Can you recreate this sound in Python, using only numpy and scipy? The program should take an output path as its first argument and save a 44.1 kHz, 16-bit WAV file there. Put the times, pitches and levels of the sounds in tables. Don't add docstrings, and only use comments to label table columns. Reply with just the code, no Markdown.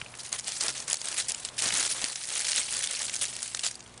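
import sys
import numpy as np
from scipy import signal
from scipy.fft import rfft, irfft, next_fast_len
from scipy.io import wavfile
from scipy.ndimage import uniform_filter1d, map_coordinates

SR = 44100
rng = np.random.default_rng(int(sys.argv[2]) if len(sys.argv) > 2 else 0)


def gain_from_decibels(decibels):
    exponent = np.asarray(decibels, float) / 20
    return 10 ** exponent


def waveform_to_disk(signal):
    frames = np.transpose(np.atleast_2d(signal))
    scaled = np.clip(frames, -1, 1) * 32767
    samples = np.round(scaled).astype(np.int16)
    wavfile.write(sys.argv[1], SR, samples)


N = 176400

# freq_hz, level_db_per_hz
AIR_SPECTRUM = [(18, -23), (35, -10), (106, -5.5), (300, -10), (800, -7.5), (1720, -12.5), (8590, -28),
                (11000, -39), (14300, -65)]
# freq_hz, level_db_per_hz
FLAME_SPECTRUM = [(85, -30), (118, -5), (130, 0), (145, -8), (200, -30)]
# freq_hz, level_db over background
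HUM_PARTIALS = [(60, -6), (120, -3.5), (180, -8), (240, -4), (300, -15.5), (360, -8)]
# start_s, gain_db
GAIN_STEPS = [
    (.33, 2),
    (0.929, -4),
    (1.299, 3),
    (2.045, -12),
    (3.43, -3),
]
# time_s, pitch_hz, level_db
ENGINE_TRACK = [
    (0, 126, -56.5),
    (.3, 119, -63),
    (.5, 129, -61),
    (.9, 130, -55.5),
    (1.05, 132, -91),
    (1.4, 120, -77),
    (1.6, 119, -56.5),
    (2.2, 128, -66.5),
    (4, 122, -67),
]
# time_s, rustle_db
HAND_RUSTLE = [(0, -45), (.11, -48), (.2, -44.5), (.42, -45.5), (.47, -29.5), (.85, -43), (1.0, -36.5),
               (1.47, -38.5), (1.53, -47.5), (1.575, -39.5), (1.62, -39.5), (2.2, -34.5), (2.5, -31),
               (3.25, -32), (3.3, -34.5), (3.7, -37.5), (3.78, -49.5), (4, -55)]
# freq_hz, level_db_per_hz
PAPER_SPECTRUM = [(88, -21), (150, -19), (418, -17), (518, -6.5), (1080, -10), (1790, -2), (9880, 5),
                  (11000, 0.5), (14300, 10.5), (22000, -120)]
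# start_s, peak_db, pitch_hz
PAPER_CREASES = [(0.0151, -20, 2200), (0.0623, -29, 1980), (0.1742, -31, 8710), (0.2932, -30, 5400),
                 (0.3283, -9, 6600), (0.3899, -19, 5940), (0.3965, -20, 5840), (0.4084, -27, 7590),
                 (0.4439, -27, 5540), (0.4809, -16, 6650), (0.5204, -13, 6590), (0.572, -23, 5520),
                 (0.6136, -17, 6490), (0.6367, -12, 8610), (0.6826, -8, 6670), (0.7021, -19, 6370),
                 (0.7403, -25, 5030), (0.7538, -24, 7180), (0.7797, -20, 7780), (0.8022, -17, 5860),
                 (0.8798, -20, 6510), (0.9002, -14, 7850), (0.911, -12, 6420), (0.9184, -14, 7140),
                 (0.9303, -5, 7520), (0.9425, -12, 9290), (0.9561, -20, 5680), (0.9699, -20, 6220),
                 (1.0156, -19, 4900), (1.0459, -23, 7540), (1.0561, -17, 6310), (1.0732, -18, 4790),
                (1.0854, -13, 7480), (1.1153, -21, 6740), (1.1267, -22, 6000), (1.1787, -19, 6150),
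                (1.1842, -17, 8570), (1.1949, -14, 8170), (1.2238, -22, 4880), (1.2437, -24, 5100),
                (1.2843, -20, 7140), (1.2915, -15, 5870), (1.3055, -17, 6160), (1.3196, -11, 8050),
                (1.3467, -15, 6170), (1.4498, -14, 5660), (1.4878, -20, 3810), (1.5909, -13, 6920),
                (1.622, -9, 6240), (1.6348, -18, 7190), (1.6404, -17, 6600), (1.6602, -15, 4150),
                (1.6721, -16, 6840), (1.6785, -15, 7020), (1.6885, -13, 4670), (1.7061, -17, 2360),
                (1.7397, -12, 8320), (1.752, -16, 6150), (1.7634, -12, 6530), (1.7821, -12, 7260),
                (1.7969, -15, 6430), (1.8039, -14, 6570), (1.8281, -13, 6800), (1.8369, -16, 7220),
                (1.8515, -14, 5330), (1.8618, -14, 7930), (1.8765, -17, 5160), (1.9002, -17, 6780),
                 (2.0026, -23, 5490), (2.0169, -15, 7140), (2.0212, -16, 4870), (2.0424, -5, 5040),
                 (2.05, -18, 6640), (2.0997, -18, 6400), (2.1576, -18, 4790), (2.2375, -18, 8910),
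                 (2.2541, -21, 7200), (2.2731, -22, 7340), (2.2815, -22, 7220), (2.2884, -20, 6600),
                 (2.3039, -19, 6830), (2.3544, -12, 7280), (2.3687, -19, 8150), (2.3792, -18, 6800),
                 (2.394, -13, 5990), (2.4044, -14, 6680), (2.411, -17, 6880), (2.4195, -19, 6410),
                 (2.4461, -21, 7730), (2.4685, -18, 5710), (2.4834, -16, 5930), (2.4895, -14, 8360),
                 (2.4975, -17, 5660), (2.5182, -9, 5970), (2.5317, -14, 5050), (2.5611, -11, 8450),
                 (2.5675, -14, 3370), (2.5821, -12, 5960), (2.6146, -17, 9000), (2.659, -22, 6620),
                 (2.7082, -20, 6960), (2.717, -21, 7460), (2.7261, -14, 8050), (2.7339, -18, 5200),
                 (2.7403, -18, 6460), (2.7682, -14, 6690), (2.7914, -16, 8490), (2.8106, -19, 7700),
                 (2.8258, -13, 9260), (2.8404, -15, 4300), (2.8601, -19, 7000), (2.8732, -13, 6390),
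                 (2.9107, -16, 7150), (2.9338, -20, 7210), (2.9505, -19, 4020), (2.9921, -17, 8800),
                 (3.0181, -19, 7540), (3.0659, -19, 6890), (3.0962, -18, 5670), (3.1407, -15, 6610),
                 (3.1452, -15, 7170), (3.1555, -18, 8300), (3.1639, -13, 6230), (3.1924, -21, 6610),
                 (3.2318, -13, 8000), (3.243, -17, 5860), (3.2537, -14, 5680), (3.3534, -25, 5420),
                 (3.3652, -19, 6790), (3.3898, -25, 5190), (3.4216, -20, 7820), (3.4293, -13, 7000),
                 (3.4603, -27, 7820), (3.4783, -21, 6260), (3.5478, -13, 6190), (3.5708, -22, 7500),
                 (3.5932, -16, 6160), (3.5981, -22, 7830), (3.609, -26, 7060), (3.7122, -20, 6760),
                 (3.7547, -24, 8250), (3.7934, -35, 5030), (3.8059, -26, 4590), (3.9775, -29, 5800)]
# start_s, peak_db, pitch_hz
EMBER_TICKS = [
    (.1396, -32, 1840),
    (.152, -30, 6500),
    (3.827, -36, 5590),
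    (3.8624, -36, 2640),
    (3.8768, -36, 5740),
    (3.9402, -40, 5800),
]
# start_s, level_db, pitch_hz
HAND_THUMPS = [
    (0.024, -37.5, 127),
    (0.685, -39, 300),
    (1.662, -33, 230),
    (1.731, -34, 197),
    (2.04, -31, 275),
]
# start_s, length_s, level_db, body_db relative to the hiss
SCRAPE_STROKES = [(0.184, 0.068, -33, -27), (0.241, 0.06, -34.5, -25), (0.316, 0.071, -29, 0),
                  (0.38, 0.04, -26.5, -16), (0.473, 0.026, -24, -6), (0.605, 0.033, -16.5, -11),
                  (0.621, 0.11, -35.5, 9.5), (0.746, 0.12, -37, -0.5), (0.874, 0.089, -30.5, 2.5),
                  (1.038, 0.16, -39, 6), (1.171, 0.07, -23, -14.5), (1.281, 0.046, -21, -24),
                  (1.448, 0.025, -13.5, -18), (1.577, 0.056, -19, -30), (1.614, 0.12, -24.5, -0.5),
                  (1.718, 0.18, -24, -3.5), (1.89, 0.07, -25.5, -16), (1.942, 0.078, -33.5, 3),
                  (2.011, 0.055, -34.5, 1.5), (2.048, 0.1, -36, 2.5), (2.235, 0.029, -28, -23),
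                  (2.283, 0.158, -30, -6), (2.443, 0.18, -32.5, -36), (2.565, 0.082, -25.5, -10),
                  (2.718, 0.11, -32, -3), (2.816, 0.067, -30, -25), (2.889, 0.12, -36.5, -9),
                  (2.985, 0.12, -36.5, -30), (3.154, 0.017, -34, -15), (3.209, 0.072, -26.5, -29),
                  (3.631, 0.076, -20.5, -34)]
# freq_hz, level_db_per_hz
FLAP_SPECTRUM = [(100, -37), (250, -6), (600, -3), (1500, 0.5), (3000, -4)]

TIME_S = np.arange(N) / SR
TOP_HZ, TOP_SLOPE_HZ = 10758, 184


def unit(x):
    return x / np.sqrt(np.mean(x ** 2, axis=-1, keepdims=True) + 1e-20)


def along(spectrum, hz):
    point_hz, point_db = np.transpose(spectrum)
    return gain_from_decibels(np.interp(np.log(hz + 1), np.log(point_hz + 1), point_db))


def wobble(rate_hz):
    return map_coordinates(rng.standard_normal(2000), [np.arange(N) * rate_hz / SR])


def filtered(x, response):
    size = next_fast_len(N + SR // 4)
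    return irfft(rfft(x, size) * response(np.fft.rfftfreq(size, 1 / SR)), size)[:N]


def noise(spectrum):
    return unit(filtered(rng.standard_normal(N), lambda hz: along(spectrum, hz)))


def mains_hum():
    growth_db_per_s = 2.2
    hum = np.zeros(N)
    for hz, db in HUM_PARTIALS:
        level = gain_from_decibels(db + growth_db_per_s * (TIME_S - 3.5) + 0.6 * wobble(5.5))
        phase = 2 * np.pi * hz * TIME_S + .5 * wobble(2.62)
        hum += level * np.sin(phase)
    return hum


def flames():
    level_db, fade_db_per_s = -9, -2.5
    return gain_from_decibels(level_db + fade_db_per_s * TIME_S + 1.2 * wobble(7.7)) * noise(FLAME_SPECTRUM)


def air():
    level_db, flutter_db = 5, 1.4
    return gain_from_decibels(level_db + flutter_db * wobble(15)) * noise(AIR_SPECTRUM)


def yard():
    background_db, recover_s = -58.5, 0.28
    gain_db = np.full(N, background_db)
    for s, db in GAIN_STEPS:
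        gain_db = gain_db + db * (TIME_S > s) * np.exp(-abs(TIME_S - s) / recover_s)
    return gain_from_decibels(gain_db) * (mains_hum() + flames() + air())


def engine():
    s, hz, db = np.transpose(ENGINE_TRACK)
    level = gain_from_decibels(np.interp(TIME_S, s, db) + 1.9 * wobble(14))
    pitch_hz = np.interp(TIME_S, s, hz) + 4.41 * wobble(9)
    return level * np.sin(2 * np.pi * np.cumsum(pitch_hz) / SR)


def patchy(x):
    patch_db = 4
    z = signal.stft(x, nperseg=256)[2]
    field = uniform_filter1d(rng.standard_normal(z.shape), size=9, axis=0)
    field = uniform_filter1d(field, size=4, axis=1)
    return unit(signal.istft(z * gain_from_decibels(patch_db * field / field.std()), nperseg=256)[1][:N])


def rubbing(drive):
    return gain_from_decibels(-7.5) * drive * patchy(noise(PAPER_SPECTRUM))


def snaps(s, peak_db, hz, longer, spike, size):
    colour_db, colour_oct = 4.5, 0.48
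    roll_db_per_oct, roll_from_oct = -16, .4
    mottle_db = 3
    f = np.fft.rfftfreq(size, 1 / SR)
    octaves = np.log2((f + 1) / hz[:, None])
    bump_db = colour_db * np.exp(-.5 * (octaves / colour_oct) ** 2)
    colour = gain_from_decibels(bump_db + roll_db_per_oct * (octaves - roll_from_oct).clip(0))
    mottle = unit(uniform_filter1d(rng.standard_normal(colour.shape), size=size // 40, axis=1))
    colour = colour * gain_from_decibels(mottle_db * mottle)

    lead_db, lead_s = -9, .006
    t60_s, tail_db, tail_t60_s = .01, -17, .03
    t = (np.arange(size) - size // 4) / SR
    creak = gain_from_decibels(lead_db + 60 * t / lead_s)
    rattle = gain_from_decibels(-60 * t / (t60_s * longer[:, None])) + gain_from_decibels(tail_db - 60 * t / tail_t60_s)
    shock = rng.standard_normal((len(s), size)) * np.where(t < 0, creak, rattle)
    shock = shock - spike * (t == 0)

    burst = irfft(rfft(shock) * colour * along(PAPER_SPECTRUM, f) * (f < TOP_HZ), size)
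    burst *= (gain_from_decibels(peak_db) / np.abs(burst).max(axis=1))[:, None]
    at = np.round(s * SR).astype(int)[:, None] + np.arange(size)
    return np.bincount(at.ravel(), burst.ravel(), N + SR)[size // 4:][:N]


def crinkles(drive, count=2600):
    level_db, spread_db, centre_hz = -5, 4, 6500
    u = rng.random((count, 4))
    s = u[:, 0] * (N - 1) / SR
    drive_db = 20 * np.log10(drive[(s * SR).astype(int)])
    peak_db = drive_db + level_db - spread_db * (np.log(1 - 0.94 * u[:, 1]) + 1)
    hz = centre_hz * np.exp(1.9 * (u[:, 2] - .5))
    return snaps(s, peak_db, hz, .4 + 1.2 * u[:, 3] ** 2, spike=1.6, size=512)


def creases():
    quicker_per_db = .03
    events = PAPER_CREASES + EMBER_TICKS
    s, db, hz = np.transpose(events)
    longer = np.exp(.25 * rng.standard_normal(len(s)) - quicker_per_db * (db - db.mean()))
    return snaps(s, db - 1.7, hz, longer, spike=2.8, size=1024)


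def thumps():
    decay_cycles = 5.4
    out, t = np.zeros(N + SR), np.arange(SR // 8) / SR
    for s, db, hz in HAND_THUMPS:
        push = gain_from_decibels(db - 60 * t * hz / decay_cycles) * np.sin(2 * np.pi * hz * t)
        out[round(s * SR):][:len(t)] += push
    return out[:N]


def strokes():
    rise_s, fall_s = 0.0049, 0.037
    hiss, body = np.zeros(N), np.zeros(N)
    for s, length, db, body_db in SCRAPE_STROKES:
        ramp = np.minimum((TIME_S - s) / rise_s, (s + length - TIME_S) / fall_s)
        shape = np.clip(ramp, 0, 1) ** 2
        hiss += gain_from_decibels(db) * shape
        body += gain_from_decibels(db + body_db) * shape
    return hiss, body


def flapping(gain):
    return gain_from_decibels(-7) * gain * noise(FLAP_SPECTRUM)


def paper():
    rustle_db = 2.5
    big = creases()
    s, db = np.transpose(HAND_RUSTLE)
    rustle = gain_from_decibels(np.interp(TIME_S, s, db) + rustle_db)
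    hiss, body = strokes()
    clumps = gain_from_decibels(1.58 * wobble(110) + 1.46 * wobble(300))
    drive = clumps * (hiss + rustle)
    return big + crinkles(drive) + rubbing(drive) + flapping(clumps * body)


def scene():
    return (paper() + thumps() + yard() + engine())[None]


def band_limit(hz):
    return 1 / (1 + np.exp(np.clip((hz - TOP_HZ) / TOP_SLOPE_HZ, -50, 50)))


def roll_off(x):
    return signal.sosfilt(signal.butter(12, 11850, fs=SR, output="sos"), x)


def record(dry):
    mix = filtered(dry[0], band_limit)[None]
    return roll_off(mix)


dry = scene()
out = record(dry)
waveform_to_disk(out)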